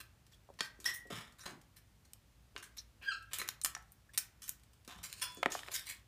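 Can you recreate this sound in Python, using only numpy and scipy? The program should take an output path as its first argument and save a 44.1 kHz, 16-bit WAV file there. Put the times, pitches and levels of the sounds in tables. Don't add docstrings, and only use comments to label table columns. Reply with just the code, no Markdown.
import sys
import numpy as np
from scipy import signal
from scipy.fft import rfft, irfft, next_fast_len
from scipy.io import wavfile
from scipy.ndimage import uniform_filter1d

SR = 44100
rng = np.random.default_rng(int(sys.argv[2]) if len(sys.argv) > 2 else 0)


def master(y):
    cut = np.clip(np.atleast_2d(y).T, -1, 1)
    pcm = np.round(cut * 32767)
    wavfile.write(sys.argv[1], SR, pcm.astype(np.int16))


N = 267687
TIME = np.arange(N) / SR
AGE = TIME[:32768]


def undb(db):
    return 10 ** (np.asarray(db) / 20)


def unit_rms(x):
    return x / np.sqrt(np.mean(x ** 2))


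def unit_energy(x):
    return x / np.linalg.norm(x)


def at_level(x, level_db):
    return x * undb(level_db) / np.sqrt(uniform_filter1d(x ** 2, 132, mode="constant").max())


def add(out, start_s, x):
    i = max(int(start_s * SR), 0)
    out[i:i + len(x)] += x[:N - i]


def decay(t60_s):
    return np.exp(-np.log(1000) * AGE / max(t60_s, 1 / SR))


def colour(x, points):
    hz, db = np.transpose(points)
    n = 2 * next_fast_len(len(x))
    f = np.maximum(np.fft.rfftfreq(n, 1 / SR), 1)
    cepstrum = irfft(np.log(undb(np.interp(np.log(f), np.log(hz), db))))
    cepstrum[1:n // 2] *= 2
    cepstrum[n // 2 + 1:] = 0
    return irfft(rfft(x, n) * np.exp(rfft(cepstrum)))[:len(x)]


def resonate(x, hz, q):
    return signal.lfilter(*signal.iirpeak(hz, q, fs=SR), x)


def ring(modes, scatter_db):
    return sum(undb(db + scatter_db * rng.standard_normal()) * decay(t60_s)
               * np.sin(2 * np.pi * (hz * AGE + rng.random())) for hz, db, t60_s in modes)


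def impact(t60_s, rattle):
    return (AGE == 0) + rattle * unit_energy(rng.standard_normal(len(AGE)) * decay(t60_s))


def chatter(t60_s, rattle, onset_t60_s):
    first, after = rng.standard_normal((2, len(AGE)))
    return unit_energy(first * decay(onset_t60_s)) + rattle * unit_energy(after * decay(t60_s))


def stroke(length_s, attack_s):
    return (1 - np.exp(-(AGE / attack_s) ** 2)) * np.exp(-(AGE / length_s) ** 2)


def disperse(x, lag_s):
    f = np.fft.rfftfreq(2 * len(x), 1 / SR)
    phase = 4 * np.pi * lag_s * np.sqrt(1000 * f)
    return irfft(rfft(x, 2 * len(x)) * np.exp(-1j * phase))[:len(x)]


def tilt(hardness_db):
    return 1.5 - hardness_db, hardness_db


def radiate(x, bass_db, treble_db):
    return colour(x, [(100, bass_db - 16), (400, bass_db - 22), (800, bass_db - 10),
                      (1250, bass_db + 0.5), (1900, bass_db / 2), (2700, 0), (4500, 0.0048),
                      (8500, treble_db + 2.5), (14500, 1.54 * treble_db - 4)])


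# frequency_hz, relative_density_db
AIR_SPECTRUM = [(25, -34), (38, -16), (56, 2.5), (76, -9.5), (100, -2.5), (140, -10), (200, -15.5),
                (400, -24.5), (900, -27), (2500, -30.5), (7000, -35), (15500, -40)]
def air():
    return unit_rms(colour(rng.standard_normal(N), AIR_SPECTRUM)) * undb(-65.5)


# frequency_hz, gain_db, t60_s
BAR_MODES = [(1310, -8.5, 0.35), (1522, -5, 0.11), (1861, -12.5, 0.075), (2426, -2, 0.17), (2910, -7, 0.11),
             (3670, 4, 0.1), (4100, 7, 0.028), (4530, -8, 0.085), (5610, 4, 0.073), (6740, 9, 0.019),
             (8350, -19, 0.11), (8810, 3.5, 0.055), (9930, -19.5, 0.14), (12200, 2.5, 0.15),
             (13700, -14.5, .09)]
def with_bar_ring(x, ring_db, scatter_db, grip_t60_s):
    response = ring(BAR_MODES, scatter_db) * decay(grip_t60_s)
    ringing = signal.fftconvolve(x, response)[:len(x)]
    return x + undb(ring_db) * np.linalg.norm(x) * unit_energy(ringing)


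# start_s, length_s, level_db, hardness_db
SCRAPES = [(.002, 0.0083, -47, -1.5), (0.311, 0.029, -64, -2.5), (.622, 0.04, -50.5, -3.5),
           (0.852, 0.058, -38, -0.5), (.936, 0.03, -43, 8.5), (1.1, .12, -43.5, -5.5),
           (1.382, 0.11, -52.5, -3.5), (1.453, 0.054, -41.5, -11.5), (1.76, 0.019, -55.5, -0.5),
           (2.046, 0.012, -64.5, 1), (2.573, 0.023, -48.5, -6), (2.624, 0.025, -48, -0.5),
           (2.766, .028, -49, 2), (3.309, 0.044, -52.5, -7), (3.33, 0.031, -46, -2.5),
           (3.385, 0.041, -39, -3), (3.472, 0.038, -44.5, 0.5), (3.652, 0.017, -43.5, 4),
           (4.132, 0.028, -52, -2.5), (4.417, 0.08, -48, 0.5), (4.477, 0.012, -44, 4.5),
           (4.885, .11, -50.5, -16), (5.029, 0.042, -42.5, -1), (5.093, 0.26, -48, -2.5),
           (5.2152, 0.027, -36, -0.5), (5.499, 0.017, -49.5, -4), (5.514, 0.065, -45, -3),
           (5.556, 0.3, -53.5, -5.5), (5.712, 0.03, -43, 1.5), (5.7383, 0.057, -34.5, 1.5),
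           (5.854, 0.065, -45, -1), (5.886, 0.034, -41, 1.5)]
def scrapes(slips_per_s=6000, slip_scatter_db=4, jerks_per_s=130, jerk_db=3):
    out = np.zeros(N)
    for start_s, length_s, level_db, hardness_db in SCRAPES:
        attack_s = 0.0024 * 2 ** ((-43.5 - level_db) / 12)
        bass_db, treble_db = tilt(hardness_db)
        push, spread = rng.standard_normal((2, len(AGE)))
        slips = (rng.random(len(AGE)) < slips_per_s / SR) * push * undb(slip_scatter_db * spread)
        spot = impact(0.008, rattle=0.6)
        jerks = unit_rms(uniform_filter1d(rng.standard_normal(len(AGE)), int(SR / jerks_per_s)))
        force = slips * undb(jerk_db * jerks) * stroke(length_s, attack_s)
        friction = signal.fftconvolve(force, spot)[:len(AGE)]
        vibration = with_bar_ring(friction, ring_db=-12, scatter_db=2, grip_t60_s=0.035)
        wood = undb(-17 + bass_db - treble_db) * resonate(vibration, 620, q=0.18)
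        add(out, start_s, at_level(radiate(vibration, bass_db, treble_db) + wood, level_db))
    return out


def claw_ticks(ticks_per_s, loudest_db):
    out = np.zeros(N)
    for when, faintness in rng.random((int(ticks_per_s * N / SR), 2)):
        tick = radiate(chatter(0.04, rattle=1.5, onset_t60_s=0.008), bass_db=-4, treble_db=-2)
        add(out, when * N / SR, at_level(tick, loudest_db - 9 * faintness))
    return out


# start_s, length_s, level_db, pitch_hz
SQUEAKS = [(0.324, 0.021, -61.5, 3340), (1.396, 0.045, -65, 3900), (1.397, 0.029, -54, 5600),
           (2.775, 0.021, -46.5, 4100), (2.777, 0.02, -44.5, 5600), (3.6343, 0.0065, -35, 8950),
           (4.087, .012, -59, 1700), (5.515, 0.013, -48, 6800), (5.73, .03, -40, 6800),
           (5.856, 0.07, -47.5, 2140)]
def squeaks():
    out = np.zeros(N)
    for start_s, length_s, level_db, pitch_hz in SQUEAKS:
        friction = rng.standard_normal(len(AGE)) * stroke(length_s, attack_s=length_s / 3)
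        squeak = resonate(resonate(friction, pitch_hz, q=6.5), pitch_hz, q=6.5)
        add(out, start_s, at_level(squeak, level_db))
    return out


def damped_body(hz, q, t60_cycles, rattle):
    blow = disperse(impact(t60_cycles / hz, rattle), lag_s=0.000732)
    band = [(hz / 5, -22), (hz / 2, -1), (hz, 0), (1.62 * hz, -3), (2.67 * hz, -17), (9 * hz, -26)]
    return colour(resonate(blow, hz, q), band)


# start_s, level_db, centre_hz,
# quality_factor
KNOCKS = [(.489, -53.5, 686, 1.1), (.501, -50, 556, 0.87), (.607, -46, 400, 0.22), (4.877, -51, 300, .8),
          (5.4293, -27, 1140, 0.17), (5.4318, -28, 1810, 0.37), (5.4591, -23, 1330, 0.32),
          (5.460, -29, 504, 0.26), (5.5512, -33, 930, 2.9), (5.6328, -45.5, 1780, 0.24),
          (5.663, -52, 1600, 0.37), (5.679, -49, 1500, 0.69), (5.6846, -43, 2050, 0.24),
          (5.6935, -54, 1100, .7)]
def knocks():
    out = np.zeros(N)
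    for start_s, level_db, centre_hz, q in KNOCKS:
        add(out, start_s, at_level(damped_body(centre_hz, q, t60_cycles=22, rattle=0.72), level_db))
    return out


# start_s, level_db, hardness_db, spot_hz, rattle_t60_s
TAPS = [(0.589, -49, -8.5, 4500, 0.084), (0.6065, -29, -9.5, 3280, 0.015), (.608, -32.5, -9, 4480, 0.019),
        (0.8014, -52.5, 0.5, 4300, 0.06), (0.8434, -44, -2, 3700, 0.018), (2.134, -46, 5.5, 3000, 0.012),
        (2.563, -39.5, -12, 2900, 0.021), (3.333, -35, 3, 3500, 0.065), (3.3853, -36, 9, 8500, 0.039),
        (3.4154, -35.5, -8, 2100, 0.027), (3.4881, -30.5, 1.5, 3950, 0.012),
        (3.6146, -41, 2.5, 7000, 0.027), (3.6473, -24.5, 1.5, 4800, 0.021), (3.659, -31, -2.5, 8600, 0.018),
        (3.75, -37, -9, 5700, 0.014), (3.92, -53, 12, 9000, 0.025), (4.176, -28, -1.5, 11300, 0.011),
        (4.1794, -23.5, 8.5, 8500, 0.02), (4.186, -32, 3.5, 5750, 0.033), (4.4926, -30.5, 11, 7000, 0.013),
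        (4.877, -48, -1.5, 1300, 0.04), (5.1276, -39.5, 0, 4000, 0.0087), (5.3473, -49.5, 18, 9000, .013),
        (5.3703, -52.5, -9.5, 6800, 0.042), (5.52, -38, -3.5, 6800, 0.047), (5.5917, -44, -4, 3300, 0.018),
        (5.7417, -35, 7.5, 6860, .03)]
def taps(usual_rattle_s=0.022):
    direct, to_room = np.zeros((2, N))
    for start_s, level_db, hardness_db, spot_hz, rattle_t60_s in TAPS:
        rattle_ratio = rattle_t60_s / usual_rattle_s
        onset_t60_s = 0.0051 * np.sqrt(rattle_ratio)
        strike = chatter(rattle_t60_s, rattle=1, onset_t60_s=onset_t60_s)
        bars = with_bar_ring(strike, ring_db=-13.5, scatter_db=3, grip_t60_s=0.35)
        spot = undb(5.5 - 0.94 * hardness_db) * resonate(bars, spot_hz, q=9.3)
        waves = disperse(bars + spot, lag_s=0.000807)
        tap = at_level(radiate(waves, *tilt(hardness_db)), level_db)
        add(direct, start_s, tap)
        add(to_room, start_s, tap * undb(-8 + 6 * np.log2(rattle_ratio)))
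    return direct, to_room


# frequency_hz, gain_db, t60_s
WIRE_MODES = [(1912, -1, 0.93), (1992, -3.5, 0.6), (3970, -31, .25), (5260, -6, 0.13), (5470, -1, 0.077),
              (5680, -4, .09), (9220, -9.5, 0.22), (11420, -14, 0.21)]
# start_s, drive_s, level_db, pitch_hz
TWANGS = [(0.603, 0.015, -49, 1887), (0.61, 0.015, -47.5, 1548), (0.856, 0.011, -31, 1912)]
def twangs():
    out = np.zeros(N)
    for start_s, drive_s, level_db, pitch_hz in TWANGS:
        modes = [(hz * pitch_hz / WIRE_MODES[0][0], db, t60_s) for hz, db, t60_s in WIRE_MODES]
        progress = np.minimum(AGE / drive_s, 1)
        driven, free = np.sin(np.pi * progress), 0.065 * progress
        add(out, start_s, at_level(ring(modes, scatter_db=1) * (driven + free), level_db))
    return out


# start_s, level_db, centre_hz
THUDS = [(0.789, -58.5, 357), (1.053, -58, 395), (1.104, -43.5, 430), (1.122, -43, 149), (1.46, -50.5, 228),
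         (1.519, -53.5, 191), (2.553, -55, 414), (3.415, -53, 362), (3.765, -45.5, 1244),
         (4.959, -54.5, 111), (5.372, -50, 318), (5.461, -44.5, 402), (5.68, -50, 597)]
def thuds():
    out = np.zeros(N)
    for start_s, level_db, centre_hz in THUDS:
        thud = damped_body(centre_hz, q=1.4, t60_cycles=26, rattle=1.66)
        add(out, start_s, at_level(thud, level_db))
    return out


# frequency_hz, gain_db
THROAT_RESPONSE = [(1250, -4), (1650, 8), (2100, -17), (2750, -11), (3250, -10.5), (3650, -39),
                   (4200, -15.5), (4800, -21), (5400, -37), (6500, -38), (7200, -40), (8100, -37.5),
                   (10000, -43), (13000, -27)]
# time_s, gain_db
CHIRP_ENVELOPE = [(3.014, -78), (3.03, -57), (3.074, -47), (3.088, -32), (3.101, -46), (3.123, -35),
                  (3.14, -48.5), (3.16, -48)]
def chirp(whistle_hz=1615, fallen_hz=1330, fall_at_s=3.107, fall_s=0.015):
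    times_s, gains_db = np.transpose(CHIRP_ENVELOPE)
    envelope = undb(np.interp(TIME, times_s, gains_db)) * (TIME > times_s[0]) * (TIME < times_s[-1])
    fall = (1 + np.tanh((TIME - fall_at_s) / fall_s)) / 2
    pitch_hz = whistle_hz + (fallen_hz - whistle_hz) * fall
    clearing_db = 22.5 - 565 * np.maximum(TIME - times_s[0], 0)
    hoarse_db = np.maximum(clearing_db, -17 + 7.5 * fall)
    hoarseness = undb(hoarse_db)
    flutter = unit_rms(uniform_filter1d(rng.standard_normal(N), size=60))
    phase = 2 * np.pi * np.cumsum(pitch_hz * (1 + 0.08 * hoarseness * flutter)) / SR
    partials = np.sin(np.outer(np.arange(1, 7), phase))
    overtones = 2.1 * undb(0.3 * hoarse_db) * partials[1:].sum(axis=0)
    breath = 0.5 * hoarseness * rng.standard_normal(N)
    voice = colour(partials[0] + overtones + breath, THROAT_RESPONSE)
    rasp = unit_rms(resonate(resonate(rng.standard_normal(N), 2870, q=6.1), 2400, q=9.5))
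    return (0.82 * voice + 0.33 * hoarseness * rasp) * envelope


# frequency_hz, gain_db, t60_s
BOWL_MODES = [(996, -9, .35), (1422, -14, 1), (2770, -4.5, .12), (3316, -2.5, 0.11), (3436, -7, 1),
              (4274, -8, 0.27), (5100, 0.5, .3), (5114, -11, 0.23), (5520, 1, 0.12), (6560, -16, .14),
              (7400, -17, .16), (8900, -8, 0.13), (9297, -1.5, .15)]
# start_s, level_db
CLINKS = [(5.034, -62), (5.2187, -37), (5.518, -53)]
def clinks():
    out = np.zeros(N)
    for start_s, level_db in CLINKS:
        add(out, start_s, at_level(ring(BOWL_MODES, scatter_db=3) * (decay(0.053) + 0.44), level_db))
    return out


# frequency_hz, t60_s
ROOM_DECAY = [(150, 0.48), (500, 0.46), (1500, 0.38), (4000, 0.26), (9000, 0.18), (15000, 0.19)]
def room(x):
    hz, t60s = np.transpose(ROOM_DECAY)
    noise = rfft(rng.standard_normal(len(AGE)))
    f = np.fft.rfftfreq(len(AGE), 1 / SR)
    bands = [irfft(noise * np.interp(f, hz, weights)) for weights in np.eye(len(hz))]
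    tail = sum(band * decay(t60_s) for band, t60_s in zip(bands, t60s))
    build_up = 1 - np.exp(-(AGE / 0.0012) ** 2)
    return signal.fftconvolve(x, unit_energy(tail * build_up))[:N]


def scene():
    tap, tap_room = taps()
    scrape = scrapes() + claw_ticks(ticks_per_s=6, loudest_db=-60)
    squeak, metal, call = squeaks(), clinks() + twangs(), chirp()
    knock, thud = knocks(), thuds()
    call_room = colour(call, [(1500, -4.5), (3000, -1.5), (4500, 11.5), (9000, 14.5)])
    to_room = (tap_room + call_room + undb(-5) * scrape + undb(-17) * squeak + undb(3.5) * metal
               + undb(-16) * knock + undb(-6) * thud)
    direct = tap + scrape + squeak + metal + call + knock + thud
    return (direct + room(to_room) + air())[None]


def record(dry):
    return signal.sosfilt(signal.ellip(10, 0.2, 70, 15400, fs=SR, output="sos"), dry)


dry = scene()
out = record(dry)
master(out)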